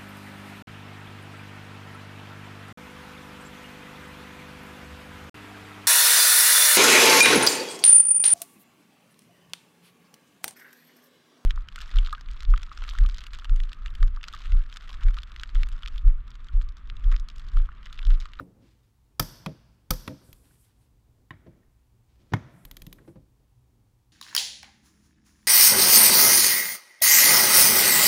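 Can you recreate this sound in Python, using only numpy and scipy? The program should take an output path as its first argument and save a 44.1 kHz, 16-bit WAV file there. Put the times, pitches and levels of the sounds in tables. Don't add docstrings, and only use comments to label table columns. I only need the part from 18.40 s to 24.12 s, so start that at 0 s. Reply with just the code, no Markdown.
import sys
import numpy as np
from scipy import signal
from scipy.fft import rfft, irfft
from scipy.io import wavfile
from scipy.ndimage import uniform_filter1d

SR = 44100
rng = np.random.default_rng(int(sys.argv[2]) if len(sys.argv) > 2 else 0)


def transcribe(signal):
    frames = np.atleast_2d(signal).T
    limited = np.clip(frames, -1, 1)
    pcm = np.round(limited * 32767).astype(np.int16)
    wavfile.write(sys.argv[1], SR, pcm)


def to_linear_factor(level_db):
    exponent = np.asarray(level_db, float) / 20
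    return 10 ** exponent


N = 252252

TOP_HZ = 15700
LEAD = SR // 200

# (frequency [Hz], level [dB], T60 [s])
TOUCHED_TOOL_MODES = [(612, -16, 0.017), (1030, 5.5, 0.037), (1277, -18, 0.025), (1900, -3, 0.18),
                      (2070, -50.5, 0.077), (2504, -66.5, 0.14)]


def along(table, hz):
    f, v = np.transpose(table)
    return np.interp(np.log(np.maximum(hz, 1)), np.log(f), v)


def colour(x, table):
    gain = to_linear_factor(along(table, np.fft.rfftfreq(len(x), 1 / SR)))
    return irfft(rfft(x) * gain, len(x))


def unit(x):
    return x / np.sqrt(np.mean(x ** 2))


def peak(x):
    return x / np.max(np.abs(x))


def band(x, lo_hz, hi_hz):
    return signal.sosfilt(signal.butter(2, [lo_hz, hi_hz], "bandpass", fs=SR, output="sos"), x)


def lowpass(x, hz):
    return signal.sosfilt(signal.ellip(8, .5, 60, hz, fs=SR, output="sos"), x)


def walk(rate_hz):
    k = int(SR / rate_hz)
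    steps = np.repeat(rng.standard_normal(N // k + 1), k)
    smooth = uniform_filter1d(uniform_filter1d(steps, k), k)
    return unit(smooth[:N])


def local_power(spectrum, samples, width_hz):
    size = max(int(width_hz * samples / SR), 1)
    return np.abs(uniform_filter1d(np.abs(spectrum) ** 2, size=size))


def blur(x, width_hz):
    pulse = irfft(np.sqrt(local_power(rfft(x), len(x), width_hz)), len(x))
    return np.roll(pulse, LEAD)


def even(x, width_hz=900):
    spectrum = rfft(x)
    return irfft(spectrum / np.sqrt(local_power(spectrum, len(x), width_hz) + 1e-12), len(x))


def gestures(rows, rise_db_s, fall_db_s):
    t = np.arange(N) / SR
    start, hold, db = np.transpose(rows)[:, :, None]
    below = rise_db_s * np.maximum(start - t, 0) + fall_db_s * np.maximum(t - start - hold, 0)
    return np.sqrt(np.sum(to_linear_factor(db - below) ** 2, axis=0))


def air():
    # (frequency [Hz], level [dB])
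    air_colour = [(12, -51.5), (20, -23), (59, 3), (85, -16), (122, -1), (148, -22.5), (266, -26.5),
                  (597, -42.5), (649, -41), (725, -31), (906, -30), (1500, -38.5), (15500, -45)]
    # (frequency [Hz], bandwidth [Hz], level [dB])
    drone_bands = [
        (53.7, 62, -71.5),
        (103.3, 4.4, -75),
    ]
    out = unit(colour(rng.standard_normal(N), air_colour)) * to_linear_factor(-62.5 + 0.13 * walk(2.2))
    for hz, width_hz, db in drone_bands:
        drone = unit(band(rng.standard_normal(N), hz - width_hz / 2, hz + width_hz / 2))
        out = out + to_linear_factor(db + 0.57 * walk(4.4)) * drone
    return out


def hall(x):
    # (frequency [Hz], T60 [s])
    hall_t60 = [(60, 1.3), (250, 1.3), (1000, 1.2), (3000, 1.2), (5400, .85), (7700, .66), (11000, .55),
                (16000, .42)]
    # (frequency [Hz], level [dB])
    hall_colour = [(60, 2.5), (250, 0), (1000, -2.5), (3000, -0.5), (6000, 6), (12000, 4.5), (16000, -8.5)]
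    tail_db, tail_rise_s = -17.5, .015
    near_db, near_s = -14, 0.023
    wall_db, wall_s = -29, .028
    t, tail = np.arange(2 * SR) / SR, 0
    for hz in 45 * 2 ** np.arange(0, 8.6, .5):
        fade = np.exp(-np.log(1000) * t / along(hall_t60, hz))
        noise = band(rng.standard_normal(len(t)), hz / 1.19, hz * 1.19)
        tail = tail + to_linear_factor(along(hall_colour, hz)) * fade * noise
    tail = to_linear_factor(tail_db) * tail * (1 - np.exp(-t / tail_rise_s)) / np.sqrt(SR / 10)
    near = to_linear_factor(near_db) * np.exp(-t / near_s) * (t > .001) / np.sqrt(near_s * SR)
    wall = to_linear_factor(wall_db) * np.exp(-np.abs(t - wall_s) / .002) / 7
    response = tail + (near + wall) * rng.standard_normal(len(t))
    return lowpass(signal.fftconvolve(x, response)[:N], TOP_HZ)


def grip():
    # (start [s], hold [s], level [dB])
    grip_times = [(.04, .05, -46), (.2, 0.084, -57), (.79, .02, -56), (1.63, 0.27, -52), (2.15, 0.9, -60.5),
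                  (3.06, .04, -52), (3.5, 0.11, -61), (3.82, .04, -55), (4.55, 0.051, -46),
                  (5.0, 0.035, -62), (5.25, 0.35, -60.5)]
    rumble = unit(band(rng.standard_normal(N), 60, 340))
    return rumble * to_linear_factor(-12 + 2 * walk(23)) * gestures(grip_times, rise_db_s=57, fall_db_s=50)


def slides():
    # (start [s], hold [s], level [dB])
    slide_times = [
        (.225, 0.077, -73),
        (.39, 0.049, -84),
        (2.05, 0.018, -73.5),
        (2.11, 0.039, -76.5),
        (2.243, .01, -76),
        (2.41, 0.011, -81),
        (3.696, .02, -77),
        (3.8, .11, -76),
    ]
    grains = rng.standard_normal(N) * to_linear_factor(2.7 * rng.exponential(size=N) + 2 * walk(61))
    return unit(band(grains, 870, 4800)) * gestures(slide_times, rise_db_s=602, fall_db_s=90)


def cloth():
    # (start [s], hold [s], level [dB])
    cloth_times = [
        (.005, 0.0071, -73.5),
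        (1.85, 0.05, -68),
        (1.95, 0.19, -71),
        (2.2, 0.048, -68),
        (2.41, .02, -78),
        (4.145, 0.14, -72.5),
        (4.33, 0.25, -78),
        (4.67, 0.033, -76),
    ]
    # (frequency [Hz], level [dB])
    cloth_colour = [(1760, -47), (3000, -49), (5110, -5.5), (6040, -7), (8230, 3.5), (11200, 3),
                    (14000, -2.5), (16000, -12)]
    brush = unit(colour(rng.standard_normal(N), cloth_colour)) * to_linear_factor(walk(25))
    return brush * gestures(cloth_times, rise_db_s=205, fall_db_s=260)


def ring(modes, t, longest_s, scatter_db):
    hz, db, t60 = np.transpose(modes)[:, :, None]
    chance = rng.standard_normal((2, len(modes), 1))
    fade = np.exp(-np.log(1000) * t / np.clip(t60, .003, longest_s))
    wave = np.sin(2 * np.pi * hz * (1 + 0.0037 * chance[1]) * t)
    return np.sum(to_linear_factor(db + scatter_db * chance[0]) * fade * wave, axis=0)


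def blows(events, modes, crack, rise_s, fall_s, crack_db, longest_s, door_db, door_s, jolt_db, door_top_hz,
          hall_db, jolt_hz=35.8):
    # (frequency [Hz], level [dB], T60 [s])
    door_modes = [(76, -7.5, 0.059), (112, -2.5, 0.42), (131, -15, 0.14), (153, 2, 0.18), (179, -4.5, 0.14),
                  (205, -4.5, 0.077), (256.6, -3, 0.083), (282, -5, 0.17), (335, -5.5, 0.083),
                  (434, -10, 0.06), (513, -6, 0.083), (537, -15, 0.18), (620, -9.5, 0.29),
                  (797, -13.5, 0.1), (897.7, -12, .05)]
    panel_rise_s, jolt_s = .0015, 0.037
    out, age = np.zeros((2, N + SR)), np.arange(SR // 3) / SR
    t = np.maximum(age - LEAD / SR, 0)
    contact = (1 - np.exp(-(t / rise_s) ** 2)) * np.exp(-np.maximum(t - rise_s, 0) / fall_s)
    onset = np.clip((age - LEAD / SR) / .0002 + 1, 0, 1)
    for s, steel_peak_db, panel_peak_db, shake_db in events:
        grains = rng.standard_normal(len(t)) * to_linear_factor(3 * rng.exponential(size=len(t)))
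        rattle = even(contact * grains)
        bell = peak(np.convolve(rattle[:SR // 30], ring(modes, age, longest_s, 1.4))[:len(t)])
        burst = even(contact * rng.standard_normal(len(t)))
        snap = to_linear_factor(crack_db) * peak(colour(burst, crack))
        steel = to_linear_factor(steel_peak_db) * peak(bell + snap) * onset
        push = (1 - np.exp(-t / panel_rise_s)) * np.exp(-t / door_s)
        spread = (push * rng.standard_normal(len(t)))[:SR // 10]
        skin = signal.fftconvolve(spread, ring(door_modes, age, .13, 2.5))[:len(t)]
        panel = to_linear_factor(panel_peak_db + door_db) * peak(band(skin, 92, door_top_hz))
        jolt = to_linear_factor(shake_db + jolt_db) * np.sin(2 * np.pi * jolt_hz * t) * np.exp(-t / jolt_s)
        i = int(s * SR)
        out[0, i:i + len(t)] += steel + panel + jolt
        radiated = (blur(steel, 900) + blur(panel, 80)) * (age < LEAD * 3 / SR)
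        out[1, i + LEAD:i + LEAD + len(t)] += to_linear_factor(hall_db) * radiated
    return out[:, LEAD:N + LEAD]


def thuds():
    # (time [s], steel peak [dB], door panel [dB], jolt [dB])
    thud_times = [
        (0.001, -45, -36.5, -53),
        (3.063, -49.5, -42.5, -89),
        (4.676, -48.5, -41.5, -65),
        (4.755, -50, -43.5, -80),
                  (3.919, -36, -31.5, -80),
    ]
    # (frequency [Hz], level [dB])
    thud_crack = [(240, -31.5), (400, 3.5), (575, -13), (1580, -20.5), (3150, -30.5), (4420, -33.5),
                  (6000, -36.5), (7800, -74), (13200, -120)]
    return blows(thud_times, TOUCHED_TOOL_MODES, thud_crack, rise_s=.0022, fall_s=.012,
                 crack_db=15, longest_s=.018, door_db=3, door_s=.022, jolt_db=0, door_top_hz=497, hall_db=-1.5)


def nudges():
    # (time [s], steel peak [dB], door panel [dB], jolt [dB])
    nudge_times = [
        (1.8153, -57, -55, -102),
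        (1.8883, -65, -47, -93),
        (2.1093, -57, -60.5, -80),
        (3.278, -75, -62, -55),
        (4.5837, -49, -77.5, -78),
        (4.6098, -67, -71, -84),
        (4.6477, -62.5, -65, -88),
    ]
    # (frequency [Hz], level [dB])
    nudge_crack = [(410, -47), (700, -11), (1110, -9), (1630, -5), (2670, -21.5), (3000, -23), (6000, -40),
                   (7800, -36), (13200, -120)]
    return blows(nudge_times, TOUCHED_TOOL_MODES, nudge_crack, rise_s=.00051, fall_s=.0064, crack_db=6.5,
                 longest_s=.032, door_db=1.9, door_s=.0023, jolt_db=0, door_top_hz=510, hall_db=-4.5)


def teeth():
    # (time [s], steel peak [dB], door panel [dB], jolt [dB])
    tooth_times = [
        (1.929, -37, -72, -55),
        (4.251, -34, -51, -48),
        (4.312, -33, -49, -50),
        (4.368, -33.5, -48, -54),
        (4.419, -36, -44.5, -47.5),
        (4.466, -35, -37.5, -49.5),
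        (4.527, -34.5, -47, -57),
    ]
    # (frequency [Hz], level [dB], T60 [s])
    tooth_modes = [(1110, -2, 0.21), (2360, -50, 0.026), (3070, -12, 0.033), (4670, -34, 0.027),
                   (6190, -34, 0.022), (7420, -4, 0.0057), (8700, -37, 0.029), (10070, 0, 0.029),
                   (9900, -17, 0.033), (11400, -33, 0.027), (12880, 15.5, 0.0017), (15300, -28, 0.02),
                   (13620, -35, 0.041), (13640, 4, 0.0069)]
    # (frequency [Hz], level [dB])
    tooth_crack = [(290, -41), (500, -5), (721, -15), (2320, -0.5), (2890, -2.5), (3450, 2), (5270, -7.5),
                   (7380, -8), (8420, -20.5), (13600, -3), (16500, -36)]
    return blows(tooth_times, tooth_modes, tooth_crack, rise_s=.00045, fall_s=.0021, crack_db=2.5,
                 longest_s=.02, door_db=.7, door_s=.015, jolt_db=7, door_top_hz=404, hall_db=-2.5)


def seats():
    # (time [s], steel peak [dB], door panel [dB], jolt [dB])
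    seat_times = [
        (2.907, -30, -39.5, -42),
    ]
    # (frequency [Hz], level [dB], T60 [s])
    seat_modes = [(1060, -1, 0.15), (1230, -8, 0.062), (1900, -11, 0.055), (1897, -3, 0.008),
                  (2600, -25.5, 0.067), (2890, -8, 0.046), (3755, -19, 0.066), (4030, -24, 0.16),
                  (6500, -46, 0.59), (7079, -54, 5.0)]
    # (frequency [Hz], level [dB])
    seat_crack = [(290, -37), (500, -10), (1430, -11), (1840, 6.5), (2360, -15), (3880, -15.5), (4360, -63),
                  (14300, -37), (16500, -65.5)]
    return blows(seat_times, seat_modes, seat_crack, rise_s=.0004, fall_s=.0025, crack_db=3.6, longest_s=.033,
                 door_db=2.2, door_s=.0099, jolt_db=0, door_top_hz=495.6, hall_db=1.5, jolt_hz=90)


def knocks():
    # (time [s], steel peak [dB], door panel [dB], jolt [dB])
    knock_times = [
        (3.935, -12, -17.5, -27.5),
    ]
    # (frequency [Hz], level [dB], T60 [s])
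    knock_modes = [(983, -4.5, 0.019), (1090, 8, 0.032), (1640, 4, 0.2), (1807, -15, 0.019), (2150, 8, 5.0),
                   (2470, -33.5, 0.2), (3030, -1.5, 0.062), (3900, -21.5, 0.052), (4640, -54.5, 0.14),
                   (5270, -30.5, 0.08), (5561, -63, 0.1), (6460, -15, 0.038), (6936, -62.5, 0.051),
                   (7400, -63, 0.092)]
    # (frequency [Hz], level [dB])
    knock_crack = [(290, -13.5), (500, -4), (795, -8.5), (1670, -6), (2650, -23.5), (3340, -16.5),
                   (3700, -27.5), (6230, -28.5), (8210, -44.5), (12500, -42.5), (16000, -56.5)]
    return blows(knock_times, knock_modes, knock_crack, rise_s=.00078, fall_s=.0039, crack_db=13, longest_s=.038,
                 door_db=1.3, door_s=.0064, jolt_db=0, door_top_hz=420, hall_db=-.5, jolt_hz=105.1)


def resets():
    # (time [s], steel peak [dB], door panel [dB], jolt [dB])
    reset_times = [
        (1.061, -23, -32, -65),
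        (1.677, -24.5, -32, -60),
    ]
    # (frequency [Hz], level [dB], T60 [s])
    reset_modes = [(1217, 7.5, 0.14), (1436, 5, 0.0052), (1903, 0.5, 0.056), (3170, -18, 0.079),
                   (3290, -8, 0.034), (3412, -22.5, 0.066), (4710, -24.5, 0.081), (4915, -27.5, 0.069),
                   (5800, -26.5, 0.12), (8400, -31, 0.043), (10300, -21, 0.035), (11000, 0.5, 0.0035),
                   (12400, -33, 0.034), (14500, -24.5, 0.028)]
    # (frequency [Hz], level [dB])
    reset_crack = [(290, -30), (500, 1), (1950, -9), (2500, 2), (3020, -9.5), (3550, -3.5), (10800, -30.5),
                   (12000, -33.5), (15600, -31), (16500, -46)]
    return blows(reset_times, reset_modes, reset_crack, rise_s=.00017, fall_s=.0038, crack_db=2, longest_s=.018,
                 door_db=5.9, door_s=.025, jolt_db=-44.5, door_top_hz=560, hall_db=-4)


def snaps():
    # (time [s], steel peak [dB], door panel [dB], jolt [dB])
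    snap_times = [
        (0.796, -8.5, -27.5, -36.5),
        (1.506, -11, -29.5, -29),
    ]
    # (frequency [Hz], level [dB], T60 [s])
    snap_modes = [(860, -6.5, 0.1), (1287, 3.5, 0.14), (1760, -6, 0.037), (2470, -4, 0.029),
                  (3100, -12.5, 0.13), (4200, -14.5, 0.051), (4470, -1, 0.069), (5540, -10.5, 0.081),
                  (6060, -10, 0.1), (6400, -15.5, 0.043), (7200, -10.5, 0.097), (7800, -21, 0.028),
                  (8339, -24, 0.023), (9130, -12, 0.045), (9560, -20.5, 0.058), (11400, -25.5, 0.25),
                  (11877, -22.5, 0.026), (12600, -6.5, 0.012), (12440, -13.5, 0.041), (10500, -18, 0.047),
                  (12824, -12.5, 0.052), (12100, -11.5, 0.031), (14200, -8, 0.037), (12800, -21.5, 0.077),
                  (15650, -20, 0.065), (15570, -18, 0.027)]
    # (frequency [Hz], level [dB])
    snap_crack = [(290, -42.5), (500, -6.5), (1310, -8.5), (2420, -13), (2680, -18), (3440, -5.5),
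                  (4160, -15), (4810, -0.5), (6830, -16), (10900, -13.5), (12100, -5), (15000, -10),
                  (16400, -27.5)]
    early = np.array([.0007, 0, 0, 0])
    return blows(snap_times - early, snap_modes, snap_crack, rise_s=.0022, fall_s=.0023, crack_db=6,
                 longest_s=.038, door_db=7.3, door_s=.011, jolt_db=10, door_top_hz=718, hall_db=1.5)


def scene():
    background = air() + grip() + slides() + cloth()
    near, sent = thuds() + nudges() + teeth() + seats() + knocks() + resets() + snaps()
    return (lowpass(near, 16200) + hall(sent) + lowpass(background, TOP_HZ))[None]


def roll_off(x):
    return signal.sosfilt(signal.butter(12, 16820, fs=SR, output="sos"), x)


def record(dry):
    return roll_off(dry)


dry = scene()
out = record(dry)
transcribe(out)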